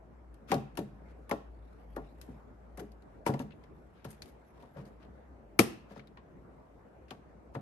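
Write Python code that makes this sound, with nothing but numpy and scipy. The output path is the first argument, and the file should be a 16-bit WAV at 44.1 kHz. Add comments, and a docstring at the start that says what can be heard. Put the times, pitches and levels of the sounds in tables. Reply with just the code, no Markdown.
"""Inside an open steel computer case in a quiet room, a phone with two microphones listens from above.
Room noise, a low hum and the soft rub of fingers on plastic run throughout.
From the first half second a memory stick is handled: noise bursts through plastic resonances click and drag,
and each push knocks the case panels, summed as decaying sine partials. At 5.59 s comes the loudest snap,
then smaller touches until the end. Decaying noise gives the knocks and clicks their room echo."""
import sys
import numpy as np
from scipy import signal
from scipy.fft import rfft, irfft, next_fast_len
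from scipy.io import wavfile
from scipy.ndimage import uniform_filter1d, map_coordinates

SR = 44100
rng = np.random.default_rng(int(sys.argv[2]) if len(sys.argv) > 2 else 0)


def dump(signal):
    """Clip the signal to [-1, 1] and save it as 16-bit WAV at the path in sys.argv[1]."""
    limited = np.clip(np.atleast_2d(signal).T, -1, 1)
    pcm = np.round(limited * 32767).astype(np.int16)
    wavfile.write(sys.argv[1], SR, pcm)


N = 335601

# Room noise, relative spectrum: pitch_hz, density_db (per Hz)
ROOM_SPECTRUM = [(20, -46), (39, -18), (65, -12.5), (230, -12.5), (620, -17), (1500, -29), (2300, -38),
                 (3300, -50), (11600, -57.5), (14000, -76.5)]
# Course of the distant hum before it wavers: time_s, pitch_hz, level_db
HUM_COURSE = [(0, 53.8, -61), (2, 54.7, -54), (3.2, 54.1, -60), (3.6, 57.14, -64), (4.7, 58, -68.5),
              (5.25, 58, -56.5), (5.7, 58.57, -65.5), (7.61, 59.54, -66)]
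# Likeness of the two microphones: pitch_hz, likeness (0 to 1)
SIDE_LIKENESS = [(60, 1), (250, 0.55), (900, 0)]
# Decay of the room echo: pitch_hz, t60_s
WALL_DECAY = [(150, 0.499), (600, 0.35), (2500, 0.54), (5000, 0.37), (12000, 0.26)]
# Skin sliding on plastic: time_s, level_db
RUB_COURSE = [(0, -95), (2.2, -77.5), (3.1, -91.5), (4.3, -75), (5.1, -90), (7.61, -86)]
# Skin on plastic, relative spectrum: pitch_hz, density_db (per Hz)
SKIN_SPECTRUM = [(1180, -25.5), (2000, 3), (3280, -8), (6680, -16.5), (8980, -18), (11300, -11),
                 (13500, -31)]
# Mode groups of case and board, lightly pushed: pitch_hz, level_db, t60_s
CASE_MODES = [(110.6, 0.5, 0.28), (143.4, 2, 0.48), (160.7, 0.5, 0.2), (208, -3, 0.48), (253.5, 3, 0.11),
              (303, -7, 0.22), (382.1, -2.5, 0.11), (434.6, -6, 0.2), (562.4, -1, 0.12), (668.5, -8, 0.19),
              (756.2, -4, 0.15), (921, -1, 0.095), (1110, -5, 0.099), (1372, -10.5, 0.12),
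              (1752, -7.5, 0.063)]
# Pushes that reach the case: start_s, level_db, boom_db (big panels), rap_db (board), panel_hz (favoured)
PUSHES = [(0.5, -46.5, -4.5, -24, 250), (0.517, -30, -17.5, 0.5, 755), (0.528, -38.5, -22, 0, 556),
          (0.543, -39.5, -5.5, -5, 254), (0.773, -47, -5.5, 3, 790), (0.785, -38.5, -10.5, -17, 254),
          (1.292, -65.5, -26, 16.5, 1140), (1.311, -32, -25, 3, 515), (1.963, -41, -20, -1, 265),
          (2.284, -54, -6, -14, 258), (2.775, -51, -8, -1, 745), (2.802, -43, -21, -16.5, 230),
          (3.262, -32.5, -17, 0.5, 860), (3.289, -33, -9.5, -5.5, 136), (3.3361, -43, -8, -5, 900),
          (3.396, -44.5, -8.5, -3.5, 257), (4.047, -50.5, -3.5, -1.5, 470), (4.627, -64, -7, 4.5, 253.8),
          (4.759, -54.5, -2.5, -2, 560), (4.78, -52.5, -9, -6, 198), (5.5903, -16, -16.5, -7.5, 275.2),
          (5.906, -53, -16, -6, 217), (5.959, -52.5, -8, -3.5, 203), (6.171, -66, -20, 4, 1100),
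          (7.108, -53.5, -8, 4.5, 380), (7.548, -42.5, -6.5, -1.5, 274)]
# Resonances of stick and latch plastic, as drags wake them: pitch_hz, width_hz, level_db
PLASTIC_MODES = [(1346, 730, 6.5), (2340, 660, -2), (2770, 680, -3.5), (4433, 1200, -6.5), (5200, 1300, -5),
                 (6520, 800, -4), (9230, 990, 0), (11380, 1200, -1.5)]
# Contacts of stick, slot and latch: start_s, level_db, treble_db (against the middle), part_hz (part hit)
CONTACTS = [(0.341, -64.5, -12, 9200), (0.516, -29.5, -11.5, 2090), (0.5413, -38.5, -9, 4060),
            (0.752, -61.5, -9, 2277), (0.772, -37.5, -4, 3120), (0.789, -46, -19, 11600),
            (1.293, -47, -14, 11500), (1.3108, -37, -12.5, 2130), (1.961, -49, -15, 11000),
            (2.2126, -49, -2, 4080), (2.7728, -49.5, -2, 2040), (2.791, -55, -16, 12000),
            (2.917, -65, -7, 4500), (3.021, -68, -13, 4130), (3.263, -35, -1.5, 2000),
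            (3.3367, -47.5, -15, 2030), (3.3916, -48, -6, 2730), (3.5061, -57.5, -41, 2586),
            (3.519, -58.5, -40, 2630), (3.6364, -60.5, -18, 2070), (4.0441, -47, -23, 11300),
            (4.049, -50, -4, 1340), (4.104, -55, 1, 9300), (4.1106, -56, 3, 8800),
            (4.2194, -44, -12.5, 4550), (4.2564, -60.5, -8, 3120), (4.623, -64.5, -15, 3360),
            (4.852, -61, -14, 4600), (5.5902, -15, -1.5, 2350), (5.958, -64, -19, 4950),
            (5.993, -53, -30, 2210), (6.071, -61, -19, 4010), (6.171, -54, -34, 1584),
            (7.082, -63, -20, 2650), (7.1056, -44, -17.5, 3010), (7.5507, -50.5, -43, 1880)]
# Stick and fingers dragging along the slot: strongest_s, length_s, level_db, treble_db (against the middle)
DRAGS = [(0.516, 0.12, -47, -8), (1.099, 0.085, -71.5, -12), (2.25, 0.27, -74, 0), (2.797, 0.05, -55.5, 2),
         (3.277, 0.07, -41.5, -7), (3.406, 0.076, -55, -5), (3.983, .19, -72, -26), (4.108, 0.17, -63, 2),
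         (4.281, 0.11, -65.5, -1), (4.605, 0.32, -73, -7), (4.783, 0.15, -65, -10.5), (4.87, .07, -68, -2),
         (5.029, 0.11, -67, -22), (5.918, 0.12, -62.5, -10), (5.973, 0.099, -60, -11),
         (7.095, 0.035, -64, -19), (7.553, 0.06, -59, -5)]
# The case lies towards the left microphone: pitch_hz, left_over_right_db
CASE_LEAN = [(150, 1), (700, 5), (4400, 6), (8000, 2)]
# Colour of the microphone port: pitch_hz, gain_db
PORT_COLOUR = [(20, 2), (9000, 0.5), (10300, -9), (11400, 6), (12600, -4.5), (14300, -30), (15200, -13),
               (16500, -18.5)]

TOP_HZ = 16560  # band limit of the microphones
ROOM_DB = -58.5  # room noise before it stirs
FREE_BELOW_DB, DAMPING_PER_DB = -38.5, 0.07  # harder pushes keep the hand on the board and shorten the ring
LAG_S = 0.0024  # low bending waves arrive late: delay at 250 Hz
PART_DB, PART_Q = 9, 7  # how much and how sharply the part that is hit stands out
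STRIKE_S = 0.00087  # time for the strike to reach its peak
RING_DB, RING_GROWS = -2.5, 0.12  # ring of the plastic at FREE_BELOW_DB, and its extra dB per dB of blow
RING_NARROWS, RATTLE_WIDENS = 0.32, 1.3  # factors on the resonance widths
THIN_SHARE, THIN_TOP_HZ = 0.45, 2000  # small parts give little below this share of their pitch, at most this
SWELL_SHARE = 0.41  # part of a drag spent growing
SLIP_S, SLIP_DB, DRAG_VARIES_DB = 0.009, 3, 2  # a drag sticks and slips; each wakes other resonances


def amp(db):
    """Gain of a level in dB."""
    return np.exp(np.asarray(db) * np.log(10) / 20)


def unit(x):
    """x at rms 1."""
    return x / np.sqrt(np.mean(x ** 2) + 1e-20)


def along(points, hz):
    """Read (Hz, value) points on a log frequency axis."""
    f, v = np.transpose(points)
    return np.interp(np.log(hz + 1), np.log(f + 1), v)


def curves(rows):
    """One value per sample for each column after the time."""
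    s, *cols = np.transpose(rows)
    return [np.interp(np.arange(N) / SR, s, c) for c in cols]


def wobble(rate):
    """A smooth random curve with rate knots a second."""
    knots = rng.standard_normal(int(N * rate / SR) + 4)
    return map_coordinates(knots, [np.arange(N) * rate / SR])


def filtered(x, response):
    """x shaped by a complex response of frequency."""
    n = x.shape[-1]
    m = next_fast_len(n + 2048)
    return irfft(rfft(x, m) * response(np.fft.rfftfreq(m, 1 / SR)), m)[..., :n]


def resonance(f, hz, width):
    """A damped resonance passes most at its own pitch."""
    return 1j * f * width / (hz ** 2 - f * f + 1j * f * width)


def add_at(out, start_s, sound):
    """Lay a sound into out from start_s on."""
    out[..., round(start_s * SR):][..., :sound.shape[-1]] += sound


def sides(pan_db):
    """Left and right gains for a source pan_db stronger on the left."""
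    return amp([[pan_db / 2], [-pan_db / 2]])


def paired(x):
    """Two unrelated signals made alike on both sides in the bass, where the waves are long."""
    turn = lambda hz: np.arccos(np.clip(along(SIDE_LIKENESS, hz), -1, 1)) / 2
    mid, side = filtered(x, lambda hz: np.array([np.cos(turn(hz)), np.sin(turn(hz))]))
    return np.array([mid + side, mid - side])


def rush(spectrum, patchy_db):
    """Stereo noise of rms 1 with patches of random gain in time and pitch."""
    z = signal.stft(rng.standard_normal((2, N)), nperseg=512)[2]
    field = uniform_filter1d(rng.standard_normal(z.shape[1:]), 6, 0)
    field = uniform_filter1d(field, 10, 1)
    pair = signal.istft(z * amp(patchy_db * unit(field)), nperseg=512)[1][:, :N]
    return unit(paired(filtered(pair, lambda hz: amp(along(spectrum, hz)))))


def room_noise():
    """The quiet room: broad noise that stirs slightly in level."""
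    stir_db = 0.9 * wobble(6)
    return amp(ROOM_DB + stir_db) * rush(ROOM_SPECTRUM, patchy_db=2.0)


def hum():
    """A distant low hum: one sine whose pitch and strength waver."""
    hz, db = curves(HUM_COURSE)
    hz = hz + 3.6 * wobble(4.9)
    db = db + 3.1 * wobble(16)
    return np.sqrt(2) * amp(db) * np.sin(2 * np.pi * np.cumsum(hz) / SR)


def walls(x):
    """The room answers with decaying noise; each frequency dies at its own speed."""
    hz, t, z = signal.stft(rng.standard_normal((2, SR // 2)), SR, nperseg=256)
    decay = amp(-60 * t / along(WALL_DECAY, hz)[:, None])
    tail = paired(signal.istft(z * decay, SR, nperseg=256)[1])
    delayed = np.pad(x, ((0, 0), (300, 0)))  # 300 samples
    return signal.fftconvolve(delayed, tail / np.linalg.norm(tail[0]), axes=1)[:, :N]


def fingers():
    """Skin slides over plastic in uneven slips, heard as noise of wavering strength."""
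    slips = amp(2.7 * wobble(150) + 1.5 * wobble(7.3))
    return amp(curves(RUB_COURSE)[0]) * unit(slips * rush(SKIN_SPECTRUM, patchy_db=-4.5))


def knocks():
    """Each push rings the case: every mode group is four close partials that beat; low ones swell slowly."""
    out, t = np.zeros((2, N + SR)), np.arange(SR // 5) / SR
    hz, level_db, t60 = (np.repeat(c, repeats=4)[:, None] for c in np.transpose(CASE_MODES))
    spread = 0.034 * (np.arange(len(hz))[:, None] % 4 - 3 / 2)  # the partials of a group lie side by side
    late = np.maximum(t - LAG_S * np.sqrt(250 / hz), 0)
    swell = 1 - np.exp(-late / (0.0021 + 0.57 / hz))
    fade = np.cos(np.pi / 2 * t / t[-1])
    for start, db, boom_db, rap_db, panel_hz in PUSHES:
        damping = 1 + DAMPING_PER_DB * max(db - FREE_BELOW_DB, 0)
        chance = rng.standard_normal((4, len(hz), 1))
        share_db = along([(150, boom_db), (300, 0.00048), (450, 0), (850, rap_db)], hz)
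        share_db = share_db + 6.6 * np.exp(-(np.log(hz / panel_hz) / 0.1) ** 2)  # the panel under the hand
        decay_db = -60 * late * damping / t60
        envelope = amp(level_db + share_db + 1.7 * chance[0] + decay_db) * swell * fade
        phase = 2 * np.pi * hz * (1 + spread + 0.012 * chance[1]) * t + 0.88 * chance[2]
        # Short waves reach the two microphones out of step
        skew = np.minimum(hz / 1700, 0.9) * (1 + 0.5 * chance[3])
        ring = np.array([np.sum(envelope * np.sin(phase + way * skew), axis=0) for way in (1, -1)])
        add_at(out, start, amp(db) * ring)
    return out[:, :N]


def plastic(shape, treble_db, grit_db, modes, varies_db=0.2, rung=False):
    """Gritty noise through plastic resonances: rung together by a blow, else adding as powers."""
    grit = np.repeat(rng.standard_normal(len(shape) // 32 + 1), repeats=32)[:len(shape)]
    noise = shape * amp(grit_db * grit) * rng.standard_normal((2, len(shape)))
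    tilt = [(3700, 0.011), (10000, treble_db)]
    strengths = rng.normal(0, varies_db, len(modes))

    def body(f):
        """The resonances, in alternating sign, under the treble tilt."""
        each = np.array([(-1) ** k * amp(db + strengths[k]) * resonance(f, hz, width)
                         for k, (hz, width, db) in enumerate(modes)])
        together = each.sum(axis=0) if rung else np.linalg.norm(each, axis=0)
        return amp(along(tilt, f)) * together

    # Even out the mean power between 1.8 and 13 kHz
    gain = 1 / np.sqrt(np.mean(np.abs(body(np.linspace(1800, 13000, num=200))) ** 2))
    return gain * filtered(noise, body)


def drags():
    """Stick and fingers stick and slip along the slot: plastic noise in uneven steps that swells and fades."""
    out = np.zeros((2, N + SR))
    for strongest, length, db, treble_db in DRAGS:
        start, t = strongest - SWELL_SHARE * length, np.arange(round(length * SR)) / SR
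        shape = np.interp(t / length, [0, SWELL_SHARE, 1], [0, 1, 0]) ** 2
        step_db = SLIP_DB * rng.standard_normal(len(t))[(t / SLIP_S).astype(int)]
        sound = plastic(shape * amp(step_db), treble_db, grit_db=2.5, modes=PLASTIC_MODES,
                        varies_db=DRAG_VARIES_DB)
        add_at(out, start, amp(db) * sound)
    return out[:, :N]


def clicks():
    """Each contact rings the plastic, bursts at the pitch of the part hit, then rattles more dully.
    Returns the sound heard close by and the blurred share that spreads to the walls."""
    out, t = np.zeros((2, 2, N + SR)), np.arange(SR // 8) / SR
    strike = t / STRIKE_S * np.exp(1 - t / STRIKE_S)
    rise = np.minimum(t / 0.0023, 1) ** 2
    narrow = [(hz, RING_NARROWS * width, db) for hz, width, db in PLASTIC_MODES]
    wide = [(hz, RATTLE_WIDENS * width, db) for hz, width, db in PLASTIC_MODES]
    for start, db, treble_db, part_hz in CONTACTS:
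        burst_shape = rise * amp(1.5 - 60 * t / 0.031)
        burst = plastic(burst_shape, treble_db + 9.0, grit_db=3.5, modes=wide)
        rattle_shape = rise * amp(-4.0 - 60 * t / 0.09)
        rattle = plastic(rattle_shape, treble_db, grit_db=1.0, modes=wide)
        # The blow itself rings the plastic, more so when harder
        ring_shape = strike * amp(RING_DB + RING_GROWS * (db - FREE_BELOW_DB))
        ring = plastic(ring_shape, treble_db, grit_db=1, modes=narrow, rung=True)
        part = lambda f: 1 + amp(PART_DB) * resonance(f, part_hz, part_hz / PART_Q)
        close = filtered(ring + burst, part) + rattle
        edge = min(THIN_SHARE * part_hz, THIN_TOP_HZ)
        thin = lambda f: (1j * f / (edge + 1j * f)) ** 2
        add_at(out, start, amp(db) * filtered(np.array([close, burst + rattle]), thin))
    return out[..., :N]


def scene():
    """Work in the case, its echo, and the quiet room."""
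    close, blurred = clicks() + drags()  # drags are the same in both shares
    deep = knocks()
    echo = walls(amp(-12.0) * blurred + amp(-11.5) * deep.mean(axis=0))
    lean = lambda hz: amp(along(CASE_LEAN, hz) * np.array([[0.5], [-0.5]]))
    work = filtered(close + deep, lean)
    return sides(0.81) * room_noise() + sides(2.2) * hum() + fingers() + echo + work


def record(dry):
    """The microphone port colours the treble; nothing passes above the band limit."""
    return filtered(dry, lambda hz: amp(along(PORT_COLOUR, hz)) * (hz < TOP_HZ))


dry = scene()
out = record(dry)
dump(out)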